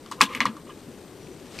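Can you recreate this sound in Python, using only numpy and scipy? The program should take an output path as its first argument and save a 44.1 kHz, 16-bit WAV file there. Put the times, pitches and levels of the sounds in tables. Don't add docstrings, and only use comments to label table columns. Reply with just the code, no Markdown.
import sys
import numpy as np
from scipy import signal
from scipy.fft import rfft, irfft
from scipy.io import wavfile
from scipy.ndimage import uniform_filter1d

SR = 44100
rng = np.random.default_rng(int(sys.argv[2]) if len(sys.argv) > 2 else 0)


def master_out(mix):
    frames = np.transpose(np.atleast_2d(mix))
    ceiling = np.clip(frames, -1, 1)
    pcm = np.round(ceiling * 32767).astype(np.int16)
    wavfile.write(sys.argv[1], SR, pcm)


def convert_level_to_amplitude(level_db):
    exponent = np.asarray(level_db, float) / 20
    return 10 ** exponent


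N = 70560
t = np.arange(N) / SR


def unit(x):
    return x / np.sqrt(np.mean(x ** 2))


def read(table, hz):
    table = np.array(table)
    return np.interp(np.log(hz + 1), np.log(table[:, 0]), table[:, 1])


def colour(x, table, share=1):
    size = x.shape[-1]
    hz = np.arange(size // 2 + 1) * SR / size
    return irfft(rfft(x) * convert_level_to_amplitude(share * read(table, hz)), size)


def band(x, hz, width):
    return signal.lfilter(*signal.iirpeak(min(hz, .45 * SR), hz / width, fs=SR), x)


def fall(age, t60):
    return (age >= 0) * np.exp(-np.log(1000) * np.maximum(age, 0) / t60)


def swell_in(age, rise_s):
    return (1 - np.exp(-np.maximum(age, 0) / rise_s)) ** 2


def walk(rate, size=N):
    k = int(SR / rate)
    steps = np.repeat(rng.standard_normal(size // k + 1), k)
    return unit(uniform_filter1d(uniform_filter1d(steps, k), k)[:size])


# pitch_hz, level_db
AIR_PAN = [(60, .5), (200, 5.5), (450, 5), (800, 3), (2400, 4), (4500, 8), (7000, 3), (11000, 2)]
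KNOCK_PAN = [(60, 1), (250, 3), (1300, 2), (2400, 1), (4400, 4.5), (6500, 0.5), (8100, 1), (11000, 0.5)]


def ports(mid, side, pan):
    return np.array([colour(mid + side, pan, .5), colour(mid - side, pan, -.5)])


# pitch_hz, level_db
AIR = [(20, -15), (130, -1.5), (330, 2.5), (480, -2), (650, -10.5), (1700, -21.5), (7500, -30),
       (14500, -33)]
AIR_SIDE = [(20, -36), (150, -22), (400, -19), (1100, -12), (4600, -36), (6500, -11), (10800, -18),
            (12000, -28)]
# pitch_hz, width_hz, level_db
WHINE = [(8300, 240, -67.5), (9400, 200, -76), (11600, 200, -78), (12700, 200, -77)]


def air():
    flicker_db, swell_db, hiss_db = 1.3, .5, .24
    air_db, side_db = -44.5, -65
    mid, swell = colour(rng.standard_normal(N), AIR), walk(2.0)
    low = signal.lfilter(*signal.butter(2, 700, fs=SR), mid)
    hum = low * convert_level_to_amplitude(flicker_db * walk(14.3) + swell_db * swell)
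    hiss = (mid - low) * convert_level_to_amplitude(hiss_db * walk(3.7))
    mid = convert_level_to_amplitude(air_db) * unit(hum + hiss)
    for hz, width, db in WHINE:
        whine = unit(band(band(rng.standard_normal(N), hz, width), hz, width))
        mid = mid + convert_level_to_amplitude(db + 2 * walk(12.0)) * whine
    return mid, convert_level_to_amplitude(side_db) * unit(colour(rng.standard_normal(N), AIR_SIDE))


# start_s, share (0-1), level_db
LEAN = [
    (0, .2, -2),
    (.6, .3, -1),
    (1., 1, 0),
    (1.6, 1, 0),
]


def lean(mid, side):
    s, share, db = np.array(LEAN).T
    share = np.clip(np.interp(t, s, share), 0, 1)
    both = share * ports(mid, side, AIR_PAN) + (1 - share) * ports(mid, side, KNOCK_PAN)
    return convert_level_to_amplitude(np.interp(t, s, db)) * both


# start_s, level_db
SLEEVE = [
    (0, -56),
    (.5, -60.5),
    (.8, -56.5),
    (1.1, -57),
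    (1.45, -55),
    (1.5, -54),
    (1.535, -48),
    (1.56, -44.5),
    (1.6, -45),
]
# pitch_hz, level_db
SLEEVE_COLOUR = [(500, 2.5), (1300, 2), (2600, 0.5), (3500, -1), (4700, -2.5), (8000, -5), (15000, -25)]


def sleeve():
    s, db = np.array(SLEEVE).T
    crackle = rng.standard_normal(N) * convert_level_to_amplitude(1.9 * walk(300))
    return convert_level_to_amplitude(np.interp(t, s, db)) * unit(colour(crackle, SLEEVE_COLOUR))


# pitch_hz, level_db, t60_s
BODY = [(892, -22.5, 0.19), (1034, -4.5, 0.12), (1164, -8, 0.11), (1173, 10, 0.032), (1644, -4, 0.1),
        (1900, 3, 0.037), (2100, -2, 0.035), (2450, -10, 0.078), (2540, -31, 0.06), (2925, -0.5, 0.058),
        (3410, -6, 0.083), (4124, -4.5, 0.05), (5300, -12, 0.017), (6270, -8, 0.015)]
# pitch_hz, level_db
SCATTER = [(650, 2.5), (1100, -23), (1500, -9.5), (2600, 1), (4000, -5.5), (7000, -18.5), (11000, -33),
           (15000, -54)]
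# pitch_hz, t60_s
SCATTER_T60 = [(500, 0.097), (2500, 0.093), (6000, 0.09), (13000, 0.091)]


def steel_ring(a, db, hz):
    hold_cycles, ring_cycles = 1.87, 12
    push_cycles = np.clip(.1 - .24 * db, .1, hold_cycles)
    decay = fall(np.maximum(a * hz - hold_cycles, 0), ring_cycles)
    return -np.sin(2 * np.pi * hz * a) * np.clip(a * hz / push_cycles, 0, 1) * decay


def contact_tick(a, noise, tick_db):
    hz, t60_s, rise_s = 4750, .016, .00058
    tick = unit(band(band(noise, hz, 1.08 * hz), hz, 1.06 * hz))
    return tick * fall(a, t60_s) * convert_level_to_amplitude(tick_db) * np.clip(a / rise_s, 0, 1)


def body_modes(a):
    spread_db, rise_s = 2.5, .006
    body = 0
    for (hz, db, t60), c in zip(BODY, rng.standard_normal((len(BODY), 3))):
        tone = np.sin(2 * np.pi * hz * (1 + 0.011 * c[1]) * a + 3 * c[2])
        body = body + convert_level_to_amplitude(db + spread_db * c[0]) * tone * fall(a, t60)
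    return body * np.clip(a / rise_s, 0, 1) ** 2


def scattered_echo(a, noise, hz, tick_db, scatter_db):
    own_pitch_db, bright_per_tick_db, rise_s = 1, .4747, .007
    source = unit(colour(noise, SCATTER)) + convert_level_to_amplitude(own_pitch_db) * unit(band(noise, hz, 0.15 * hz))
    echo = 0
    for f in 500 * 2. ** np.arange(0, 5.5, .5):
        part = band(band(source, f, 0.69 * f), f, 1.054 * f) * fall(a, read(SCATTER_T60, f))
        echo = echo + part * convert_level_to_amplitude(bright_per_tick_db * (tick_db + 9.5) * max(np.log2(f / 3000), 0))
    return echo * swell_in(a, rise_s) * convert_level_to_amplitude(scatter_db)


def strikes(table):
    body_db, echo_wide, tick_wide = -18.5, .5, .31
    side_tone = [(1500, -47), (5200, -15), (6800, 1), (10500, -3)]  # Hz, dB
    age = np.arange(8820) / SR
    out = np.zeros((2, N + len(age)))
    for s, db, hz, tick_db, scatter_db in table:
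        noise = rng.standard_normal((4, len(age)))
        a = age - s * SR % 1 / SR
        noise[1:3] *= convert_level_to_amplitude(1.5 * walk(400, len(age)))
        tick = contact_tick(a, noise[[0, 3]], tick_db)
        echo = scattered_echo(a, noise[1:3], hz, tick_db, scatter_db)
        body = convert_level_to_amplitude(body_db + scatter_db + 11.5) * body_modes(a)
        i = int(s * SR)
        out[0, i:i + len(age)] += convert_level_to_amplitude(db) * (steel_ring(a, db, hz) + tick[0] + body + echo[0])
        out[1, i:i + len(age)] += convert_level_to_amplitude(db) * colour(echo_wide * echo[1] + tick_wide * tick[1], side_tone)
    return out[:, :N]


# start_s, level_db, pitch_hz, tick_db, scatter_db
KNOCKS = [(.0605, -36, 1220, -22, -10), (0.0612, -37.5, 3220, -6.5, -11), (0.1136, -23.5, 1044, -6.5, -7.5),
          (.1175, -31, 1200, -6, -2), (.1215, -24.5, 1040, -10, -27), (.2088, -3, 1154, -20, -7.5),
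          (.2107, -11, 1140, -10, -13), (.2092, -6, 2250, -22, -40), (.2138, -4.5, 2510, -7, -6.5),
          (.217, -15, 1060, -25, -6), (.349, -16, 2200, -12, -13), (.363, -27.5, 2100, -37, -5),
          (0.4044, -5.5, 2087, -16, -13), (.4065, -14.5, 1040, -23, -5), (0.4094, -15, 2200, -38, -15.5),
          (0.2262, -35, 1210, -16, -10), (.4543, -8.5, 1108, -16, -10.5), (.4561, -17, 1108, -26, -32),
          (0.4623, -19, 1900, -24, -18.5), (.567, -31.5, 1170, -14, -14.5), (0.616, -54, 5500, -22.5, -16),
          (.669, -41.5, 1140, -26, -2.5), (0.693, -34.5, 1125, -15.5, -7.5), (0.699, -43, 2980, -24, -8)]


def knocks():
    return strikes(KNOCKS)


# start_s, level_db, pitch_hz, tick_db,
# scatter_db
MORE_KNOCKS = [(.2045, -35, 2680, 0, -18), (.2074, -32, 1280, -6, -27), (.2131, -10, 2810, 0, -17),
               (.2149, -21, 5700, -9.5, -14), (.2193, -14, 3000, -19, -28), (.2200, -14, 8300, -16, -17),
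               (.2226, -15, 3180, -11, -29), (.2248, -28, 2330, -17, -25), (.2312, -16, 3030, -8, -34),
               (.2362, -18, 3570, -18, -9), (.2630, -29, 3100, -16, -22), (.2136, -21, 11000, -12, -27),
               (.2250, -41, 11800, -10, -25), (.3515, -24, 3020, -20, -15), (.3560, -27, 2910, -20, -20),
               (.4180, -24, 2150, -18, -24), (.3735, -29, 2240, -14, -16), (.4660, -22, 1990, -17, -29),
               (.6150, -50.5, 5000, -4, -20), (1.3985, -44, 2360, -5, -11), (.3495, -40, 12000, -4, -10),
               (.4046, -25, 6300, -12, -20), (.4050, -20, 3300, -18, -24), (.2095, -15, 1750, -24, -20),
               (.1150, -37, 5000, -10, -16)]


def more_knocks():
    return strikes(MORE_KNOCKS)


# start_s, level_db, brightness_db
DRAG = [
    (.16, -67, -36),
    (0.191, -45.5, -14),
    (0.261, -48.5, -4),
    (0.301, -41, -12.5),
    (.33, -38.5, -3),
    (0.372, -44, -7),
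    (0.402, -44.5, -39),
    (.5, -47.5, -28),
    (.6, -58.5, -25),
]


def drag():
    s, db, bright_db = np.array(DRAG).T
    grit = rng.standard_normal(N) * convert_level_to_amplitude(1.2 * walk(270))
    low = unit(sum(convert_level_to_amplitude(d) * band(grit, f, 85.0) for f, d, _ in BODY[1:3]))
    top = unit(band(grit, 231, 57.0) + 1.4 * band(grit, 502, 32.0))
    high = unit(band(band(grit, 1980, 1050.0), 1970, 1400.0))
    scrape = low + convert_level_to_amplitude(-6) * top + convert_level_to_amplitude(np.interp(t, s, bright_db)) * high
    return convert_level_to_amplitude(np.interp(t, s, db)) * np.clip((s[-1] - t) * 20 + 1, 0, 1) * scrape


def modes(table, rise_s):
    return sum(convert_level_to_amplitude(db) * np.sin(2 * np.pi * hz * (t - s)) * fall(t - s, t60) * swell_in(t - s, rise_s) * 2
               for s, db, hz, t60 in table)


# start_s, level_db, pitch_hz, t60_s
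THUMPS = [(.216, -35, 520, 0.09), (0.2151, -29.5, 191.3, 0.14), (0.2192, -24, 267.7, .11),
          (.234, -23.5, 219, 0.06), (.256, -36.5, 272, 0.095), (0.3526, -31.5, 245.5, 0.085),
          (.4055, -34, 530, 0.055), (0.408, -23.5, 240, 0.1), (.375, -38, 235, .08),
          (.432, -30, 284, 0.094), (0.456, -28, 198, 0.091), (.47, -28, 264, 0.069),
          (0.4607, -27, 516, 0.042), (0.466, -39, 124, 0.14), (.21, -30.5, 383, 0.077),
          (.405, -39, 142, 0.095), (.877, -38.5, 163, 0.065), (.8795, -37, 330, 0.066),
          (0.487, -26, 221.4, 0.095), (0.5458, -33.5, 303, 0.073), (0.579, -40, 335, 0.045),
          (0.8793, -30, 250, 0.052), (1.301, -33.5, 361, 0.073)]


def thumps():
    return modes(THUMPS, .0057) * convert_level_to_amplitude(1.2 * walk(90.24))


# start_s, level_db, pitch_hz, t60_s
RINGS = [(.2110, -18, 1042, 0.062), (.2110, -24.5, 866, 0.096), (.2300, -26, 1027, 0.064),
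         (.2620, -39, 1046, 0.3), (.2875, -36, 1183, 0.032), (.3100, -34, 1103, 0.06),
         (.3170, -38, 1200, .07), (.3250, -33, 1080, 0.043), (.3510, -30.5, 1210, 0.04),
         (.5670, -47, 4080, .015), (.5700, -36, 1146, 0.038), (.6940, -45, 1014, 0.079),
         (.6960, -44, 1202, 0.07), (.6970, -42, 3020, 0.048), (.7020, -48.5, 1655, 0.094)]


def rings():
    return modes(RINGS, .0033)


# start_s, length_s, pitch_hz, glide_hz_per_s, level_db
BIRD = [
    (1.15, .07, 6000, -1500, -65),
    (1.2, .07, 5680, 2500, -59),
    (1.285, .075, 5950, -1000, -59),
]


def bird():
    song = 0
    for s, length, hz, glide, db in BIRD:
        whistle = np.sin(2 * np.pi * (hz + glide * (t - s) / 2) * (t - s))
        song = song + convert_level_to_amplitude(db) * whistle * np.sin(np.pi * np.clip((t - s) / length, 0, 1))
    return song * convert_level_to_amplitude(3.0 * walk(150) - 1)


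# start_s, level_db, pitch_hz, tick_db, scatter_db
SNAPS = [
    (1.2706, -42.5, 2410, -19, -22),
    (1.584, -38, 4700, -28, -15),
    (1.5885, -22.5, 2450, -16, -29),
    (1.5892, -24.5, 4840, -22, -24),
    (1.5945, -25, 4450, -17, -24),
]


def snaps():
    return strikes(SNAPS)


# pitch_hz, level_db
KNOCK_BASS = [(100, -30), (500, -10), (780, -6), (950, 0)]


def scene():
    air_mid, air_side = air()
    knock, knock_side = knocks()
    rattle, rattle_side = more_knocks()
    snap, snap_side = snaps()
    steel = colour(knock + rattle, KNOCK_BASS) + rings()
    table = ports(steel + thumps() + drag(), knock_side + rattle_side, KNOCK_PAN)
    return table + ports(sleeve() + snap, snap_side, AIR_PAN) + lean(air_mid + bird(), air_side)


def top_cut(x):
    return signal.sosfilt(signal.butter(12, 15990, fs=SR, output="sos"), x)


def record(dry):
    side_top_hz, quiet_top_hz, top_hz = 11050, 14800, 15900
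    quiet, full_scale = convert_level_to_amplitude(-65) ** 2, .99
    hz, dry = np.arange(N // 2 + 1) * SR / N, np.clip(dry, -full_scale, full_scale)
    mid, side = rfft(dry[0] + dry[1]) / 2, rfft(dry[0] - dry[1]) / 2
    wide = irfft(side * (hz > side_top_hz) * (hz < quiet_top_hz), N)
    side = irfft(side * (hz < side_top_hz), N)
    side = side + convert_level_to_amplitude(-19) * wide * (uniform_filter1d(wide ** 2, size=1024) > quiet)
    mid = mid * (hz < top_hz)
    top = irfft(mid * (hz > quiet_top_hz), N)
    faint = 1. * (uniform_filter1d(top ** 2, size=512) < quiet)
    mid = irfft(mid, N) - top * uniform_filter1d(faint, size=256)
    return top_cut(np.array([mid + side, mid - side]))


dry = scene()
out = record(dry)
master_out(out)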